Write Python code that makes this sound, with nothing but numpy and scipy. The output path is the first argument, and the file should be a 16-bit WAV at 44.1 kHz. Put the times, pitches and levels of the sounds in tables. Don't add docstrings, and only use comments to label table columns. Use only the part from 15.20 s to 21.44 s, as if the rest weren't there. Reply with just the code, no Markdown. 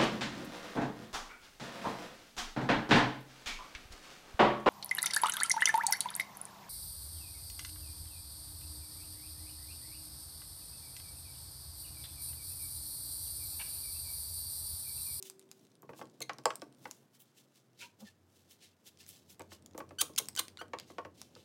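import sys
import numpy as np
from scipy import signal
from scipy.fft import rfft, irfft, next_fast_len
from scipy.io import wavfile
from scipy.ndimage import uniform_filter1d

SR = 44100
rng = np.random.default_rng(int(sys.argv[2]) if len(sys.argv) > 2 else 0)


def store_wav(level_fs):
    pcm = np.round(np.clip(np.atleast_2d(level_fs), -1, 1) * 32767)
    wavfile.write(sys.argv[1], SR, pcm.T.astype(np.int16))


N = 275182
TIME = np.arange(N) / SR
BLOW = np.arange(SR // 4) / SR
TOP_HZ, SNAP_HZ = 16200, 6640

# time in seconds, level in dB.
RUMBLE_LEVELS = [(0.0, -71), (0.59, -68.5), (0.8, -65), (1.18, -65.5), (1.34, -67.5), (1.67, -64),
                 (1.91, -72.5), (3.75, -72), (4.45, -65), (5.09, -64.5), (5.8, -64), (6.24, -67)]


def undb(db):
    return 10 ** (np.asarray(db) / 20)


def unit(x, size=None):
    return x / np.sqrt(np.mean(x[:size] ** 2) + 1e-20)


def fade(t60):
    return np.exp(-np.log(1000) * BLOW / t60)


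def colour(x, points, tilt_db=0):
    size = 2 * next_fast_len(len(x) // 2 + 2048)
    f = np.maximum(np.arange(size // 2 + 1) * SR / size, 1)
    hz, db = np.transpose(points)
    gain_db = np.interp(np.log(f), np.log(hz), db) + tilt_db * np.log2(np.maximum(f / 4000, 1))
    cepstrum = irfft(np.log(undb(gain_db)))
    cepstrum[1:size // 2] *= 2
    cepstrum[size // 2 + 1:] = 0
    return irfft(rfft(x, size) * np.exp(rfft(cepstrum)))[:len(x)]


def band(x, hz, width_hz):
    edges = np.clip([hz - width_hz / 2, hz + width_hz / 2], 20, .45 * SR)
    return signal.sosfilt(signal.butter(2, edges, "band", fs=SR, output="sos"), x)


def noise(points, size, tilt_db=0):
    return unit(colour(rng.standard_normal(size), points, tilt_db))


def walk(rate, size=N):
    hold = max(int(SR / rate), 1)
    steps = np.repeat(rng.standard_normal(size // hold + 2), hold)
    return unit(uniform_filter1d(steps, hold)[:size])


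def add(out, start, x):
    i = max(int(start * SR), 0)
    out[i:i + len(x)] += x[:max(N - i, 0)]


def ring(modes):
    chance = rng.standard_normal((len(modes), 3)) * [2, .004, 1]
    return sum(np.sign(side) * undb(db + extra_db)
               * np.sin(2 * np.pi * hz * (1 + detune) * BLOW) * fade(t60)
               for (hz, db, t60), (extra_db, detune, side) in zip(modes, chance))


def bass_step(at_s=2.6, glide_s=0.155):
    return (1 + np.tanh((TIME - at_s) / glide_s)) / 2


def rumble():
    # frequency in Hz, level in dB.
    tone = [(30, -33.5), (70, -27.5), (110, 1.5), (150, -1), (230, 0.5), (330, -2), (600, -10),
            (1500, -27.5), (4000, -49.5)]
    db = np.interp(TIME, *np.transpose(RUMBLE_LEVELS)) + 1
    return noise(tone, N) * undb(db + walk(32))


def rumble_edge(high_hz=133.4, low_hz=90, fade_in_s=0.96):
    db = np.interp(TIME, *np.transpose(RUMBLE_LEVELS)) - 2.5
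    hz = high_hz + (low_hz - high_hz) * bass_step()
    phase = 2 * np.pi * np.cumsum(hz) / SR
    edge = walk(17) * np.cos(phase) + walk(16) * np.sin(phase)
    return undb(db) * np.minimum(TIME / fade_in_s, 1) * edge


def hiss():
    # frequency in Hz, level in dB.
    tone = [(100, -5), (600, 12.5), (1500, 12), (4000, -3), (9000, -6.5), (16000, -4.5)]
    return noise(tone, N) * undb(-80 + 1.1 * walk(2.8))


def hum(hz=383):
    db = np.interp(TIME, [0, .28, .45, .7], [-63, -67.5, -75, -103])
    return np.sqrt(2) * np.sin(2 * np.pi * hz * TIME) * undb(db + walk(25))


def snap(hz, tilt_db):
    t = BLOW[:SR // 50]
    tone = [(500, -9), (2000, -5.5), (4500, 1.5), (9000, -0.5), (16000, -11.5)]
    crack = noise(tone, len(t), tilt_db) * fade(0.0051)[:len(t)]
    ping = np.sin(2 * np.pi * hz * t) * fade(0.0054)[:len(t)]
    contact = 1 - np.exp(-t / .0003)
    return unit(contact * (unit(crack) + undb(-3.5) * unit(ping)), size=SR // 250)


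def ticks():
    # start in seconds, level in dB, treble tilt in dB per octave.
    snaps = [(0.026, -40, 5), (0.099, -43, 2.5), (0.1944, -53.5, 4), (0.3143, -48, 0), (0.6211, -57, 10.5),
             (1.005, -45, 2.5), (1.0942, -46.5, -9), (1.1332, -53, -3.5), (1.1848, -49.5, -5),
             (1.2558, -27, -4.5), (1.305, -42, -13.5), (1.3561, -41, 5), (1.4188, -46.5, -3.5),
             (1.7114, -42, 0.5), (3.8643, -56, -0.5), (3.89, -46, 7.5), (4.195, -50.5, 3),
             (4.219, -54.5, -0.5), (4.4609, -51, 0.5), (4.5782, -46, 1.5), (4.962, -42.5, 0.5),
             (5.0568, -52, 1), (5.086, -36, 4), (5.1518, -46.5, 1), (5.1632, -37.5, 3), (5.1767, -37.5, -6),
             (5.282, -47, -4), (5.3725, -47, -9.5), (5.5342, -51, -22.5), (5.5867, -43.5, -9),
             (5.5985, -44.5, -6), (6.0158, -44, -3), (6.1522, -53.5, -12)]
    out = np.zeros(N)
    for (start, db, tilt_db), (lead, gap) in zip(snaps, rng.uniform(.3, 1, (len(snaps), 2))):
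        hz = SNAP_HZ * 2 ** (0.08 * tilt_db)
        click = undb(db) * snap(hz, tilt_db)
        add(out, start - 0.0019 * lead, undb(-27) * click)
        add(out, start, click)
        add(out, start + .013 * gap, undb(db - 20.5) * snap(hz, tilt_db))
    return out


def rattles(per_second=20):
    # start in seconds, end in seconds.
    handling = [(0.0, 1.55), (3.752, 5.75)]
    out = np.zeros(N)
    for start, end in handling:
        count = int(per_second * (end - start))
        for place, force, pitch in rng.random((count, 3)):
            db = -66 + 4.5 * (2 * force - 1)
            click = snap(SNAP_HZ * 2 ** (pitch - .5), tilt_db=-5)
            add(out, start + place * (end - start), undb(db) * click)
    return out


def swishes(rise_share=.34):
    # peak time in seconds, length in seconds, level in dB, treble tilt in dB per octave.
    rubs = [(0.061, 0.044, -54, 3.5), (0.365, 0.18, -73, 2.5), (0.781, 0.049, -59, 3),
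            (1.664, 0.15, -63.5, 3.5), (1.949, 0.029, -63.5, 3), (2.007, 0.029, -56, 12),
            (2.181, 0.056, -63.5, 2), (2.362, 0.052, -66.5, 1), (2.613, 0.051, -51, -2.5),
            (2.808, 0.027, -57.5, 3), (2.866, 0.044, -60.5, -2), (3.152, .17, -71.5, 2.5),
            (3.312, 0.039, -59.5, 3.5), (3.434, 0.059, -59, -2.5), (3.67, 0.038, -56, 2),
            (3.806, 0.042, -58.5, -1), (3.888, .034, -51.5, 6.5), (3.94, 0.063, -59.5, 2),
            (4.107, 0.034, -56, 3.5), (4.324, 0.035, -55, -1.5), (4.585, 0.013, -47.5, 10),
            (5.605, 0.043, -62, -13), (5.696, 0.07, -65, -1.5), (6.002, 0.089, -62, -0.5),
            (6.182, 0.088, -65.5, -3.5)]
    # frequency in Hz, level in dB.
    tone = [(400, -2.5), (1200, -13), (2200, -1.5), (3200, 3), (5500, 3), (9000, -2), (16000, -8)]
    grain = undb(2.2 * walk(700) + 1.6 * walk(130))
    out = undb(-80.5 + 2.5 * walk(9)) * unit(grain * noise(tone, N))
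    for peak, length, db, tilt_db in rubs:
        rise, fall = length * rise_share, length * (1 - rise_share)
        near = slice(*np.searchsorted(TIME, [peak - 4 * rise, peak + 4 * fall]))
        t = TIME[near] - peak
        swell = 1 / np.cosh(1.37 * t / np.where(t < 0, rise, fall))
        body = unit(band(rng.standard_normal(len(t)), hz=3370, width_hz=970))
        rub = noise(tone, len(t), tilt_db) + undb(-14.5) * body
        out[near] += undb(db) * swell * unit(grain[near] * rub)
    return out


def bend(x, lag):
    f = np.arange(len(x) + 1) * SR / (2 * len(x))
    delay = lag * np.maximum(np.sqrt(4000 / np.maximum(f, 250)) - 1, 0)
    return irfft(rfft(x, 2 * len(x)) * np.exp(-2j * np.pi * np.cumsum(delay) * f[1]))[:len(x)]


def knocks():
    # start in seconds, thud level in dB, hardness in dB (how far the clack is above the thud).
    hits = [(0.629, -61.5, -7), (0.6915, -50.5, -1), (0.733, -62, 5.5), (0.792, -60, -3), (0.813, -48.5, 1),
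            (1.006, -54, -2.5), (1.0946, -45.5, 9.5), (1.1853, -59, 2), (1.2553, -28.5, -6.5),
            (1.304, -49, 11), (1.4185, -52, 0), (1.654, -50, 6), (4.195, -57.5, 0), (4.206, -51.5, 2.5),
            (4.318, -59.5, 4.5), (4.5467, -53, -10.5), (4.579, -48.5, -8), (4.603, -48, 0.5),
            (4.7072, -56.5, -1), (4.818, -50, -11), (4.894, -60, -19), (4.997, -52.5, 0.5),
            (5.192, -53.5, 10.5), (5.412, -49.5, 3), (5.5341, -42.5, 2.5), (5.7, -58.5, -2),
            (5.7828, -41.5, 1.5), (5.849, -49.5, 2), (6.162, -63, -0.5)]
    # pitch in Hz, level in dB, seconds to fade by 60 dB.
    wood_tones = [(372, -16, .07), (455, -13, .05), (505, -4, .07), (545, -3, .06), (616, -2, .1),
                  (700, -8, .045), (800, -11, .04), (880, -4, .05), (914, 1, .055), (1083, -2, .07),
                  (1143, -2, .06), (1240, -9, .04), (1365, -9, .05), (1650, -14, .035)]
    board_tone = [(150, -35), (300, -13.5), (480, 16), (1150, -5), (1800, -16.5), (4000, -41.5)]
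    clack_tone = [(500, -12.5), (1100, 8), (2300, 1.5), (3600, -10.5), (6000, -13.5), (14000, -50.5)]
    boom_tone = [(40, -12), (90, -2.5), (200, -8), (340, 2), (520, -3), (1200, -40.5)]
    out = np.zeros(N)
    for start, thud_db, hard_db in hits:
        board = noise(board_tone, len(BLOW)) * fade(0.018)
        thud = unit(ring(wood_tones), size=SR // 40) + undb(-1) * unit(board, size=SR // 40)
        clack = noise(clack_tone, len(BLOW)) * fade(0.031)
        boom = noise(boom_tone, len(BLOW)) * fade(0.12) * (1 - fade(0.014))
        boom_db = min(thud_db + 0.5, -53.5) - 0.64 * max(hard_db, 0)
        blow = undb(thud_db) * unit(thud, size=SR // 40)
        blow += undb(thud_db + hard_db) * unit(clack, size=SR // 160)
        blow += undb(boom_db) * unit(boom, size=SR // 30)
        add(out, start, bend(blow, lag=0.00108))
    return out


def drag(length, pitch_hz, surge_db, t):
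    slip = (t - length + .0066) / .0038
    surge = max(surge_db, 0) * np.exp(-slip ** 2 / 2)
    catch = 0.093 * np.exp(-t / .003)
    climb = 3.6 * t
    sag = .31 * np.tanh(max(surge_db, 0) / 6) * (1 + np.tanh(2 * slip + 1)) / 2
    rasp = np.clip(0.14 + 0.27 * surge, 0, 1)
    return pitch_hz * (1 + catch + climb) * (1 - sag), surge, rasp


def squeaks(attack_s=0.00195, release_s=0.0022):
    # start and end in seconds, pitch in Hz, level in dB, extra dB as the bar breaks loose.
    drags = [(1.016, 1.029, 2078, -36.5, 0.5), (4.7845, 4.8217, 1473, -36, 14),
             (4.977, 4.9927, 1443, -35.5, 12), (5.171, 5.201, 1444, -41.5, 17),
             (5.387, 5.425, 1376, -50, -0.5)]
    # frequency in Hz, level in dB.
    clamp_tone = [(500, -20), (1300, -6.5), (2000, -12.5), (3000, 0), (3700, 3), (4600, -4), (5500, -4),
                  (6700, 1.5), (7700, -2), (9400, 2), (11000, -1), (16000, -2)]
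    # pitch in Hz, level in dB, seconds to fade by 60 dB.
    bar_tones = [(3280, -4, .13), (3670, -4, .11), (3835, -4, .11), (4900, -9, .1), (6660, -4, .13),
                 (7930, -4, .15), (8780, 0, .18), (9420, -1, .15), (9620, 0, .16), (10050, -2, .15),
                 (11580, -8, .12), (12620, -5, .13)]
    out = np.zeros(N)
    for start, end, pitch_hz, hold_db, surge_db in drags:
        t = np.arange(0, end - start, 1 / SR)
        hz, surge, rasp = drag(end - start, pitch_hz, surge_db, t)
        db = hold_db + surge + 1.5 * walk(250, len(t))
        gate = np.minimum(t / attack_s, 1) * np.minimum((t[-1] - t) / release_s, 1)
        wobble = .016 * walk(600, len(t)) + .09 * rasp * walk(2500, len(t))
        phase = 2 * np.pi * np.cumsum(hz * (1 + wobble)) / SR
        edge_hz = 14500 * undb(.72 * (db + 23))
        slips = 0
        for k in range(1, 17):
            flutter = 1 + .35 * walk(500, len(t)) + 1.2 * rasp * walk(2200, len(t))
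            weight = (k * hz < TOP_HZ) / np.sqrt(1 + (k * hz / edge_hz) ** 4)
            slips = slips + weight * flutter * np.cos(k * phase + rng.uniform(0, 2 * np.pi))
        grit = rasp * edge_hz / TOP_HZ * (1 + np.cos(phase)) * rng.standard_normal(len(t))
        voice = colour(slips / 2 + grit, clamp_tone)
        power = uniform_filter1d(voice ** 2, size=SR // 400)
        add(out, start, gate * undb(db) * voice / np.sqrt(np.abs(power) + 1e-12))
    steel = ring(bar_tones)
    return out + undb(-23) * signal.fftconvolve(out, steel / np.linalg.norm(steel))[:N]


def scuffs(half_length_s=0.013):
    # peak time in seconds, pitch in Hz, width of the noise band in Hz, level in dB.
    bumps = [(2.629, 2480, 503, -50.5), (2.63, 1536, 250, -59), (2.648, 963, 40.6, -59),
             (2.83, 198, 30, -50.5), (2.821, 620, 403, -61), (2.872, 1780, 138, -64.5)]
    out = np.zeros(N)
    t = BLOW - BLOW[-1] / 2
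    swell = np.exp(-(t / half_length_s) ** 2 / 2)
    for peak, hz, width_hz, db in bumps:
        rub = swell * band(rng.standard_normal(len(t)), hz, width_hz)
        add(out, peak + t[0], undb(db) * rub * np.linalg.norm(swell) / np.linalg.norm(rub))
    return out


def workshop(x, early_db, late_db, early_t60, late_t60):
    echo_tone = [(100, -8), (700, 3), (4000, -4.5), (9000, -6), (16000, -7.5)]
    response = 0
    for db, t60, arrival_s in ((early_db, early_t60, .002), (late_db, late_t60, .008)):
        echoes = noise(echo_tone, len(BLOW)) * fade(t60) * (BLOW > arrival_s)
        response = response + undb(db) * echoes / np.linalg.norm(echoes)
    return x + signal.fftconvolve(x, response)[:N]


def scene():
    wood = workshop(knocks(), early_db=-11.5, late_db=-14.5, early_t60=.06, late_t60=0.19)
    steel = ticks() + rattles() + squeaks()
    steel = workshop(steel, early_db=-11.5, late_db=-16.5, early_t60=0.063, late_t60=0.23)
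    cloth = workshop(swishes() + scuffs(), early_db=-9.5, late_db=-17.5, early_t60=0.046, late_t60=0.31)
    background = rumble() + rumble_edge() + hiss() + hum()
    return (wood + steel + cloth + background)[None]


def record(dry):
    early, late = (signal.sosfilt(signal.butter(4, cut_hz, "high", fs=SR, output="sos"), dry)
                   for cut_hz in (110, 80))
    thin = early + (late - early) * bass_step()
    return signal.sosfilt(signal.ellip(8, .2, 70, TOP_HZ, fs=SR, output="sos"), thin)


dry = scene()
out = record(dry)
store_wav(out)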